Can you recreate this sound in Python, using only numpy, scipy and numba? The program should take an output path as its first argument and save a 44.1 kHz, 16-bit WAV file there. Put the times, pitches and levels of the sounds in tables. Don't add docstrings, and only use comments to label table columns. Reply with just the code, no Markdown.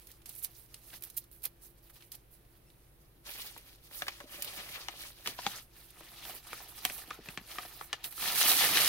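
import sys
import numpy as np
from scipy import signal
from scipy.fft import rfft, irfft
from scipy.io import wavfile
from scipy.ndimage import uniform_filter1d
from numba import njit

SR = 44100
rng = np.random.default_rng(int(sys.argv[2]) if len(sys.argv) > 2 else 0)


def put_to_file(sound):
    columns = np.atleast_2d(sound).T
    safe = np.clip(columns, -1, 1)
    whole_steps = np.round(safe * 32767)
    wavfile.write(sys.argv[1], SR, whole_steps.astype(np.int16))


def invert_db(x):
    u = np.asarray(x, float) / 20
    return 10 ** u


N = 391608
SCRAPS_END_S = 3.4

# (f/Hz, left-right correlation)
LIKENESS = [(60, 0.97), (300, 1), (700, 0.36), (1400, 0.44), (3100, 0.38), (6500, 0.0069)]
# (t/s, pull as level/dB, flap re level/dB, edge brightness/dB)
TEAR = [(8.14, -63, -25, 13.5), (8.223, -38.5, -12, 4.5), (8.294, -33.5, -16.5, -1.5),
        (8.336, -38, -4.5, 4.5), (8.39, -33, -17, 6), (8.422, -28, -26, 2.5), (8.45, -29.5, -11.5, 1),
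        (8.492, -29.5, -13.5, 8.5), (8.52, -29, -13.5, 3.5), (8.562, -31.5, -10, 5), (8.598, -27, -17, 1.5),
        (8.625, -24.5, -14.5, -2), (8.66, -28, -15, 1), (8.704, -34, -5, 3.5), (8.764, -26.5, -14.5, -1),
        (8.785, -27.5, -11, -1), (8.84, -28.5, -12, 1.5), (8.88, -29, -17, 2)]


def on_log(table, hz):
    f, v = np.transpose(table)
    return np.interp(np.log(hz), np.log(f), v)


def unit(x):
    return x / np.sqrt(np.mean(x ** 2) + 1e-30)


@njit
def svf(x, hz, width):
    y, b, l = np.empty(len(x)), 0., 0.
    g, k = np.tan(np.pi * hz / SR), width / hz
    for i in range(len(x)):
        v = (b + g * (x[i] - l)) / (1 + g * (g + k))
        b, l, y[i] = 2 * v - b, l + 2 * g * v, k * v
    return y


def band(x, hz, width):
    hz, width = float(hz), float(width)
    return np.array([svf(svf(c + 1e-18, hz, width), hz, width) for c in x])


def pair(size, like):
    mid, side = rng.standard_normal((2, size))
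    like = np.clip(like, 0, .99)
    return np.sqrt((1 + like) / 2) * mid + np.sqrt((1 - like) / 2) * side * np.array([[1], [-1]])


def walk(rate):
    k = int(SR / rate)
    held = np.repeat(rng.standard_normal(N // 50)[:N // k + 1], k)
    return unit(uniform_filter1d(uniform_filter1d(held, k), k)[:N])


@njit
def grains(starts, poles, sizes, size):
    out = np.zeros((2, size))
    for k in range(len(starts)):
        z = 1. + 0j
        for i in range(starts[k], size):
            z *= poles[k]
            out[0, i] += sizes[k, 0] * z.imag
            out[1, i] += sizes[k, 1] * z.imag
            if z.real ** 2 + z.imag ** 2 < 1e-5:
                break
    return out


def room_tone(t):
    # (f/Hz, level per Hz/dB)
    air_colour = [(20, -10), (45, -7), (80, -11), (124, -8), (212, -17.5), (340, -15), (500, -18),
                  (1000, -25), (2500, -30), (7300, -39.5), (11000, -29), (15000, -32.5)]
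    # (f/Hz, left-right correlation)
    air_likeness = [(60, 0.86), (130, 0.84), (290, 0.69), (640, 0.047), (1400, 0.0065)]
    # (f/Hz, rms level/dB)
    hums = [(24.2, -85), (45.45, -66), (56.8, -70.5), (113.6, -71.5), (134.8, -77), (170.4, -82),
            (336, -80.5), (342, -76.5)]
    hz = np.fft.rfftfreq(N, 1 / SR) + 1
    mid, side = rfft(rng.standard_normal((2, N)))
    like = on_log(air_likeness, hz)
    both = np.sqrt(1 + like) * mid + np.sqrt(1 - like) * side * np.array([[1], [-1]])
    air = invert_db(-64) * unit(irfft(both * invert_db(on_log(air_colour, hz)), N))
    return air + sum(invert_db(db + 1.5) * np.sin(2 * np.pi * (f * t + rng.random())) for f, db in hums)


def squeak(t):
    # start t/s, end t/s, f/Hz, level/dB
    skid = (2.662, 2.698, 2690, -78)
    start, end, hz, db = skid
    phase = 2 * np.pi * hz * np.cumsum(1 + 0.0034 * walk(rate=300)) / SR
    stack = 1.2 * np.sin(phase) + np.sin(2 * phase) + 1.1 * np.sin(3 * phase)
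    return invert_db(db) * stack * np.clip(np.minimum(t - start, end - t) / .005, 0, 1)


def bumps():
    # (t/s, peak level/dB, f/Hz)
    pushes = [(4.237, -47, 300), (4.25, -59, 606), (4.378, -59, 580), (5.28, -42, 330), (5.464, -40, 205),
              (6.289, -56, 575), (6.857, -55, 168), (7.079, -49, 243), (7.189, -42.5, 275),
              (7.285, -43.5, 177), (7.376, -40, 191), (7.41, -49, 175), (7.655, -56, 150)]
    out, t = np.zeros((2, N + SR)), np.arange(SR // 8) / SR
    for s, peak_db, hz in pushes:
        width = hz if hz < 400 else 0.2 * hz
        push = band(pair(len(t), 0.99) * np.exp(-t / 0.008), hz, width)
        at = int(s * SR)
        out[:, at:at + len(t)] += invert_db(peak_db + 2) * push / np.abs(push).max()
    return out[:, :N]


def snaps():
    # (t/s, peak level/dB, ring f/Hz, tick level re peak/dB, ring level re crack/dB)
    lift_creases = [(3.293, -37, 2790, -38, 7), (3.356, -37, 2250, -30, -4), (3.563, -39.5, 970, -27, -2),
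                    (3.911, -45, 790, -25, -10), (4.02, -19, 1630, -42, -5.5), (4.0201, -35, 775, -40, -1),
                    (4.067, -31, 1700, -31, -5), (4.0809, -20.5, 2530, -21, -23),
                    (4.202, -34.5, 1530, -25, -13), (4.207, -37, 625, -26, -12), (4.344, -40, 2230, -22, 1),
                    (4.759, -33.5, 1240, -30, -6), (4.884, -27.5, 705, -57, -9),
                    (4.8835, -21, 2780, -28, -9), (4.938, -46, 360, -24, -10), (4.995, -44, 5200, -24, 0),
                    (5.036, -36, 2200, -25, 4), (5.103, -44, 1250, -25, -12), (5.196, -51, 580, -25, 0),
                    (5.457, -44, 620, -30, 9), (5.259, -26, 2020, -37, -25), (5.2726, -16, 3060, -21, -13),
                    (5.388, -30, 970, -38, -0.5), (5.464, -23, 794, -39, 2), (5.4646, -17, 3330, -35, -6),
                    (5.263, -28, 3250, -30, -6)]
    fold_creases = [(5.969, -51, 1230, -27, -2), (6.006, -44.5, 313, -15.5, -3.5),
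                    (6.251, -34, 3400, -30.5, -18), (6.294, -38.5, 740, -22, -2),
                    (6.468, -45, 1230, -15, -1), (6.53, -26.5, 1226, -20, -5), (6.603, -39, 890, -16, -10),
                    (6.758, -54, 3000, -20, -4), (6.85, -14.5, 3000, -7, -2), (6.8505, -31, 755, -30, 0),
                    (6.851, -31.5, 1150, -30, -1), (6.898, -26.5, 2460, -29, -1),
                    (6.958, -61, 1210, -33, -11), (6.979, -46, 5530, 7, -6), (7.018, -46, 1770, -30, 5),
                    (7.037, -49, 1770, -12, 6), (7.105, -30, 2550, -25, -1),
                    (7.108, -27.5, 1240, -38.5, 2.5), (7.258, -38, 2430, -16, -9),
                    (7.286, -29.5, 2570, -42, -2), (7.374, -22.5, 1880, -42, -31),
                    (7.556, -41, 1230, -19, 1), (7.584, -23, 1230, -49, -2.5), (7.63, -37.5, 1820, -30, -9),
                    (7.65, -39.5, 750, -30, -10), (7.71, -51, 1250, -30, 6), (7.8106, -31, 1164, -40, 6),
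                    (7.9288, -18, 2870, -35, -6), (7.9288, -23, 1220, -40, -6)]
    tear_layers = [
        (8.178, -39, 1330, -5, 13),
        (8.197, -38, 1260, -3, -3),
        (8.412, -18.5, 1820, -20, -4),
        (8.496, -18, 3800, -20, 9),
        (8.517, -15, 3810, -26, 4),
        (8.618, -23, 2440, -25, -10),
        (8.77, -14, 2890, -29, -5),
    ]
    # free, pinched, tearing sheet [ms]
    tail_times_ms = (56, 59, 79)
    # (ratio to ring f, level/dB)
    panel_overtones = [(2.15, -3), (4.2, -6)]
    out, t = np.zeros((2, N + SR)), np.arange(SR // 16) / SR
    kick = 5 * (t == 0)
    sheets = zip((lift_creases, fold_creases, tear_layers), tail_times_ms)
    events = [(*row, t60_ms / 1000) for rows, t60_ms in sheets for row in rows]
    for s, peak_db, hz, tick_db, ring_db, t60 in events:
        lags = np.append(0, rng.random(3)) * 0.0035
        crack = sum(invert_db(-4500 * lag) * (t >= lag) * np.exp(-np.abs(t - lag) / 0.00048) for lag in lags)
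        decay = np.exp(-np.log(1000) * t / t60)

        body_hz = np.sqrt(hz * 1800)
        body = unit(band(pair(len(t), .65) * (crack + .45 * decay) + kick, body_hz, 1.7 * body_hz))
        struck = band(pair(len(t), on_log(LIKENESS, hz)) * crack + kick, hz, hz)
        ring = unit(np.array([svf(c, float(hz), hz / 9) for c in struck]))
        for ratio, db in panel_overtones:
            overtone = band(pair(len(t), 0.1) * crack, min(ratio * hz, 6000), 25 / t60)
            body = body + 0.2 * invert_db(db) * unit(overtone)
        thump = band(pair(len(t), .9) * np.exp(-t / .007), 340, 600)
        tick = band(pair(len(t), 0) * (crack + 0.035 * decay), 11800, 17000)

        thump_db = -42 - 0.51 * peak_db
        sound = body + invert_db(ring_db) * ring
        sound = sound / np.abs(sound).max()
        sound = sound + invert_db(thump_db + 8) * thump / np.abs(thump).max()
        sound = sound + invert_db(tick_db + 10) * tick / np.abs(tick).max()
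        at = int((s + .001) * SR)
        out[:, at:at + len(t)] += invert_db(peak_db) * sound
    return out[:, :N]


def spikes():
    # (t/s, peak level/dB, f/Hz)
    scrap_fibres = [(0.2976, -31, 10900), (0.3534, -32, 10400), (0.3625, -29, 10500), (0.3846, -35, 14200),
                    (0.4263, -38, 12100), (0.4282, -40, 12200), (0.4329, -32, 12300), (0.4372, -26, 12100),
                    (0.4396, -30, 11900), (0.4423, -34, 12500), (0.448, -19, 12000), (0.448, -23, 12100),
                    (0.4511, -32, 14500), (0.4545, -36, 12000), (0.7445, -27.5, 10000),
                    (1.0242, -24, 12000), (1.0256, -37, 10200), (1.0363, -35, 13800), (1.0389, -24, 14500),
                    (1.0422, -35, 14500), (1.0509, -25.5, 13600), (1.1678, -24, 13400), (1.169, -24, 11900),
                    (1.173, -18, 14400), (1.1754, -18, 13400), (1.1775, -13, 12670), (1.1794, -20, 12200),
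                    (1.183, -14.5, 13600), (1.1844, -33, 12000), (1.1868, -30, 14500), (1.1889, -32, 13800),
                    (1.1916, -35, 13700), (1.4324, -31, 13300), (1.4366, -38, 11600), (1.4391, -29, 12100),
                    (1.4407, -25, 12000), (1.4435, -24, 13300), (1.4458, -32, 13900), (1.4514, -24, 11700),
                    (1.4548, -13, 13900), (1.4552, -25, 14300), (1.4573, -13, 11800), (1.46, -22, 10900),
                    (2.1196, -32, 15400), (2.1215, -28, 12900)]
    # (t/s, peak level/dB, f/Hz)
    tear_fibres = [(8.4135, -18, 12800), (8.4178, -11, 4100), (8.4519, -12, 14400), (8.4621, -13, 3300),
                   (8.4644, -5.5, 2500), (8.4704, -17, 14900), (8.4862, -18, 3700), (8.4925, -14, 10800),
                   (8.4949, -14, 10000), (8.499, -16, 10400), (8.5015, -15, 12100), (8.5044, -11, 3600),
                   (8.509, -9, 10300), (8.517, -7, 3800), (8.5337, -14, 3700), (8.5883, -14, 5400),
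                   (8.6012, -11, 3400), (8.6181, -17, 3400), (8.6204, -16, 11800), (8.6395, -12, 2900),
                   (8.6623, -14, 12700), (8.6676, -17, 11400), (8.7713, -12, 4720), (8.773, -3.5, 3130),
                   (8.778, -9, 2800), (8.7817, -12, 3100), (8.791, -20, 3600), (8.8072, -13, 12600),
                   (8.8397, -14, 11300), (8.848, -6, 5800)]
    s, db, hz = np.transpose([*scrap_fibres, *tear_fibres])
    poles = np.exp((2j * np.pi * hz - 1 / .0002) / SR)
    side = .6 * (2 * rng.random((len(s), 1)) - 1)
    sizes = invert_db(db - 2)[:, None] * (1 + side * [1, -1])
    pops = grains((s * SR).astype(np.int64), poles, sizes, size=N)
    return signal.sosfilt(signal.butter(3, 2000, "high", fs=SR, output="sos"), pops)


def breaks(rate, length_s, spread):
    when, chance = rng.random((int(rate * N / SR), 2)).T
    size = 1 + spread * (np.minimum(-np.log(1 - chance), 2.8) - 1)
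    fade = np.exp(-1 / (length_s * SR))
    return signal.lfilter([1], [1, -fade], np.bincount((when * N).astype(int), size, N))


def paper(levels_db, grit_db, rate, spread, bed, flicker_db, size, count):
    # flap, body, fibre [Hz]
    motion_hz = (600, 3000, 11000)
    # (f/Hz, level per third octave/dB)
    sheet_colour = [(75, -27), (150, -18), (300, -14.5), (700, -16), (1200, -12), (2400, -7.5),
                    (3600, -6.5), (5500, -7), (7400, -16), (9700, -5), (12500, -2), (15000, -5.5)]
    # (t/s, change in crispness/dB)
    crispness = [(4.1, 1.5), (4.5, -3.5), (5.0, 3.5), (5.5, 1.5), (6.0, 0.5)]
    out, shared, patch = 0, breaks(rate, 0.000068, spread), walk(rate=13)
    place = np.log(motion_hz)
    crisp_db = np.interp(np.arange(N) / SR, *np.transpose(crispness))
    for hz in 15000 / 2 ** (np.arange(count) / 3):
        weights = [np.interp(np.log(hz), place, row) for row in np.eye(3)]
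        patch = 0.61 * patch + 1.17 * walk(rate=60)
        db = np.dot(weights, levels_db) + on_log(sheet_colour, hz) + flicker_db * patch
        db = db + crisp_db * np.exp(-2 * np.log2(hz / 4730) ** 2)
        own = breaks(rate, 2.2 / hz, spread)
        gate = bed + invert_db(grit_db * (0.45 * shared + 0.4 * own)) - 1
        gate = gate / np.sqrt(np.abs(uniform_filter1d(gate ** 2, size=size)))
        hiss = pair(N, on_log(LIKENESS, hz))
        out = out + invert_db(db) * band(gate * hiss, hz, hz * .45) * np.sqrt(SR / (hz * .8))
    return out


def rips(t):
    # (t/s, level/dB, edge brightness/dB)
    quick = [(0.07, -61, 12.5), (0.115, -62, 13), (0.258, -44, 1), (0.292, -60, 22.5), (0.351, -72, 30),
             (0.381, -67, 5), (0.445, -41, 7), (0.742, -46, -3), (0.9, -45, -30), (0.932, -66, -5),
             (1.022, -48, -1), (1.036, -48.5, 11), (1.1, -54.5, 11), (1.314, -72.5, 19),
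             (1.452, -39.5, 5.5), (2.006, -53, -15), (2.023, -49, -10), (2.118, -48, 9.5),
             (2.151, -62.5, 22.5), (2.7, -61.5, 2), (3.576, -57, 16), (4.422, -37.5, 14.5), (4.445, -40, 9),
             (5.904, -66.5, 18), (2.35, -68, 7), (8.109, -55, 13), (8.124, -56.5, 17), (1.008, -70, 16),
             (1.144, -74, 17), (1.239, -69, 17.5), (1.42, -66, 17), (2.45, -67, 0), (3.015, -80, 17),
             (.218, -62.5, 2.5), (.66, -70, 9)]
    # (t/s, level/dB, edge brightness/dB, rise/ms)
    slow = [
        (0.424, -66.5, 35, 20),
        (1.166, -52.5, 19, 15),
        (1.432, -53, 18, 8.8),
        (8.04, -39, 4.5, 3.2),
    ]
    quick_rise_ms, fall_ms, flap_db = 0.42, 5.4, -30
    power = np.full((3, N), 1e-14)
    for s, db, edge_db, rise_ms in [(*row, quick_rise_ms) for row in quick] + [*slow]:
        a, b = int(s * SR), int((s + .15) * SR)
        ms = 1000 * (t[a:b] - s)
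        fall = np.exp(-2 * (ms - rise_ms) / fall_ms)
        swell = np.where(ms < rise_ms, 0.035 + 0.58 * ms / rise_ms, fall)
        power[:, a:b] += np.outer(invert_db(2 * (db + np.array([flap_db, 0, edge_db]))), swell)
    levels = 10 * np.log10(power)
    return paper(levels, 17, rate=800, spread=.25, bed=.9, flicker_db=1.5, size=256, count=14)


def crumple(body_db, count=6000):
    when, pitch, ring, size, side = rng.random((count, 5)).T
    starts = (when * N).astype(np.int64)
    hz = 450 * 17 ** pitch
    ring_s = .0005 + .004 * ring ** 3
    poles = np.exp((2j * np.pi * hz - 1 / ring_s) / SR)
    rare_db = -4.5 * np.log(np.maximum(size, .12))
    db = body_db[starts] + rare_db - 6 * np.abs(np.log2(hz / 2600)) - 6
    spread = (2 * side - 1) * np.sqrt(1 - on_log(LIKENESS, hz))
    return grains(starts, poles, invert_db(db)[:, None] * np.transpose([1 + spread, 1 - spread]), size=N)


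def strokes(t):
    # (fullest t/s, swell/s, fade/s, level/dB, edge brightness/dB)
    fingers = [(.07, 0.21, 0.17, -69.5, 9), (.27, 0.0099, 0.082, -62.5, 9),
               (.38, 0.088, 0.041, -67.5, 21.5), (.445, 0.054, 0.057, -61.5, 5),
               (.6, 0.091, 0.064, -68, 14.5), (0.742, 0.056, 0.3, -69.5, 10), (.88, 0.042, 0.13, -72, 17),
               (0.939, 0.019, 0.019, -54.5, 0.5), (.96, .012, .025, -62.5, 10),
               (1.036, 0.018, 0.097, -62, 11.5), (1.19, 0.048, 0.072, -76.5, 17),
               (1.33, 0.016, 0.1, -79, 23), (1.447, 0.012, 0.028, -51, 4), (1.64, 0.033, 0.062, -71, 18.5),
               (1.787, .012, 0.022, -80.5, 18), (1.83, .006, 0.11, -75.5, 12),
               (1.903, 0.0067, .013, -62, 8), (1.942, 0.012, .03, -68.5, 10), (1.966, .012, 0.021, -63, 5),
               (2.03, 0.06, .07, -72.5, 10.5), (2.14, 0.023, 0.025, -61, 9), (2.19, .03, 0.027, -76, 6),
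               (2.322, 0.016, 0.067, -76.5, 20), (2.56, 0.11, 0.028, -75.5, 6), (2.73, 0.095, 0.16, -80, 8),
               (2.88, 0.072, 0.042, -83, 13), (3.02, 0.027, 0.074, -84, 13)]
    lifts = [(3.29, 0.037, 0.063, -49, 5), (3.4, 0.064, 0.13, -50, 3.5), (3.57, 0.081, 0.081, -59, 0),
             (3.72, 0.16, 0.082, -65, 5), (3.86, 0.036, 0.058, -65.5, 6.5), (3.96, 0.053, 0.12, -52.5, 6.5),
             (4.08, 0.1, 0.16, -56.5, 0), (4.2, 0.078, 0.074, -59, -1), (4.33, 0.057, 0.33, -50, -1),
             (4.45, 0.0082, 0.11, -48, -6), (4.58, 0.068, 0.095, -46, -3.5), (4.75, 0.13, 0.12, -46, -0.5),
             (4.89, 0.035, 0.14, -51.5, -8), (5.03, 0.063, 0.089, -51.5, 5), (5.19, 0.046, 0.096, -60.5, 1),
             (5.27, 0.024, 0.097, -46.5, 1.5), (5.4, 0.04, 0.081, -52.5, 3), (5.49, 0.079, 0.075, -44, 0.5),
             (5.585, 0.07, 0.021, -46, -2.5), (5.61, .02, 0.047, -62, 6)]
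    folds = [(5.742, 0.015, 0.076, -66, 5), (5.8, 0.054, 0.093, -62.5, 8), (5.89, 0.044, 0.023, -75, 14),
             (6.0, 0.11, 0.21, -59.5, 2.5), (6.14, 0.11, 0.17, -62.5, 6.5), (6.23, 0.15, 0.092, -55, -6),
             (6.33, 0.12, 0.07, -48.5, 4), (6.5, 0.076, 0.24, -53.5, 2.5), (6.65, 0.062, 0.33, -59, 6),
             (6.79, 0.038, 0.041, -54.5, 0), (6.87, 0.058, 0.2, -49.5, 7), (7.04, 0.045, 0.045, -76, -23),
             (7.119, 0.048, 0.075, -55, 1), (7.25, 0.076, .05, -63.5, -5), (7.3, 0.068, 0.079, -54.5, 0.5),
             (7.42, 0.046, 0.039, -58, -4), (7.52, 0.078, 0.12, -53.5, 3.5), (7.6, 0.065, 0.077, -53, 5),
             (7.75, 0.13, 0.045, -57.5, 7), (7.82, 0.056, 0.068, -59, 8.5), (7.94, 0.074, 0.19, -59, -10.5),
             (8.053, 0.017, 0.035, -49.5, 9.5), (8.13, 0.025, 0.014, -56, 8)]
    # strip, lifted sheet, folded sheet [dB]
    flaps_db = (-5.5, -10.5, -7)
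    # flap, body, fibre [dB]
    rest_db = (-92, -79.5, -79.5)
    power = np.outer(invert_db(2 * np.array(rest_db)), invert_db(2 * 6.5 * (t > SCRAPS_END_S)))
    for rows, flap_db in zip((fingers, lifts, folds), flaps_db):
        for s, swell, fade, db, edge_db in rows:
            a, b = max(int((s - .4) * SR), 0), int((s + .6) * SR)
            away = (t[a:b] - s) / np.where(t[a:b] < s, swell, fade)
            shape = invert_db(2 * (db - 12 * away ** 2))
            power[:, a:b] += np.outer(invert_db(2 * np.array([flap_db, 0, edge_db])), shape)
    s, pull_db, flap_db, edge_db = np.transpose(TEAR)
    for k, db in enumerate((pull_db + flap_db, pull_db, pull_db + edge_db)):
        power[k] += invert_db(2 * np.interp(t, s, db, left=-99))
    return 10 * np.log10(power)


def rustle(t):
    slips = np.cumsum(rng.random(N) < 70 / SR)
    grip = uniform_filter1d(rng.standard_normal(N // 50)[slips], size=128)
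    tearing = t > TEAR[0][0]
    levels = strokes(t) + grip * np.where(tearing, 0.88, 0.78)
    grit_db = np.where(tearing, 6.6, 6.2)
    flicker_db = np.where(tearing, 0.43, 2)
    panels = crumple(levels[1] - 2 * tearing)
    sheet = paper(levels - 1, grit_db, rate=1200, spread=1, bed=.5, flicker_db=flicker_db, size=2048, count=24)
    return sheet + panels


def jar_hollow(near_jar, t):
    # (f/Hz, width/Hz, level/dB)
    hollow = [(765, 405, -7), (1230, 132, -11.5), (1770, 100, -12.5), (2410, 27, -17), (2870, 70, -34),
              (3360, 80, -25), (4020, 370, -21)]
    # (t/s, level/dB)
    over_opening = [
        (5.3, -1.5),
        (6.3, 1),
        (8.1, 6.5),
        (8.5, 0),
    ]
    driven = near_jar * invert_db(np.interp(t, *np.transpose(over_opening)))
    return sum(invert_db(db + 10) * svf(driven, float(hz), 0.69 * width) for hz, width, db in hollow)


def table_gap(near, t):
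    lifted = (t > 2.7) * (t < 5.15)
    return invert_db(5.5) * svf(near.mean(axis=0) * lifted, 577., 23.)


def far_port_delay(near, t):
    # (t/s, lead/samples)
    left_lead = [(2.6, 0), (3.1, 6), (5.0, 6), (5.9, 0), (8.0, 0), (8.3, 2)]
    lead = np.round(np.interp(t, *np.transpose(left_lead))).astype(int)
    return np.array([near[0], near[1][np.arange(N) - lead]])


def room_wash(near, t):
    lag = t[:SR // 2]
    mid, side = rng.standard_normal((2, len(lag)))
    side = signal.sosfilt(signal.butter(2, 700, "high", fs=SR, output="sos"), side)
    decay = np.exp(-np.log(1000) * lag / 0.085)
    walls = (mid + side * np.array([[1], [-1]])) * decay * (lag > .003)
    walls = walls / np.sqrt(np.sum(walls[0] ** 2))
    return invert_db(-11.5) * signal.fftconvolve(near, walls, axes=1)[:, :N]


def scene():
    t = np.arange(N) / SR
    sheet, cracks = rustle(t) + rips(t) + spikes(), snaps()
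    pan_db = -1.5 * (t < SCRAPS_END_S) / 2
    near = sheet * invert_db(np.array([pan_db, -pan_db])) + cracks + bumps() + squeak(t)
    near = near + jar_hollow((sheet + invert_db(-6) * cracks).mean(axis=0), t)
    near = near + table_gap(near, t)
    near = far_port_delay(near, t)
    return near + room_wash(near, t) + room_tone(t)


def top_cut(x):
    return signal.sosfilt(signal.butter(12, 17020, fs=SR, output="sos"), x)


def record(dry):
    # (f/Hz, left minus right level/dB)
    port_tilt = [(60, 0), (110, 1), (200, 1), (380, 0.5), (700, 0.5), (1290, 0.5), (2380, 2.5), (4400, 2.5),
                 (8120, -2.5), (15000, -10.5)]
    hz = np.fft.rfftfreq(N, 1 / SR) + 1
    tilt = on_log(port_tilt, hz) / 2
    cut = -.2 * np.maximum(hz - 15800, 0)
    ports = irfft(rfft(dry) * invert_db(np.array([tilt, -tilt]) + cut), N)
    return top_cut(ports)


dry = scene()
out = record(dry)
put_to_file(out)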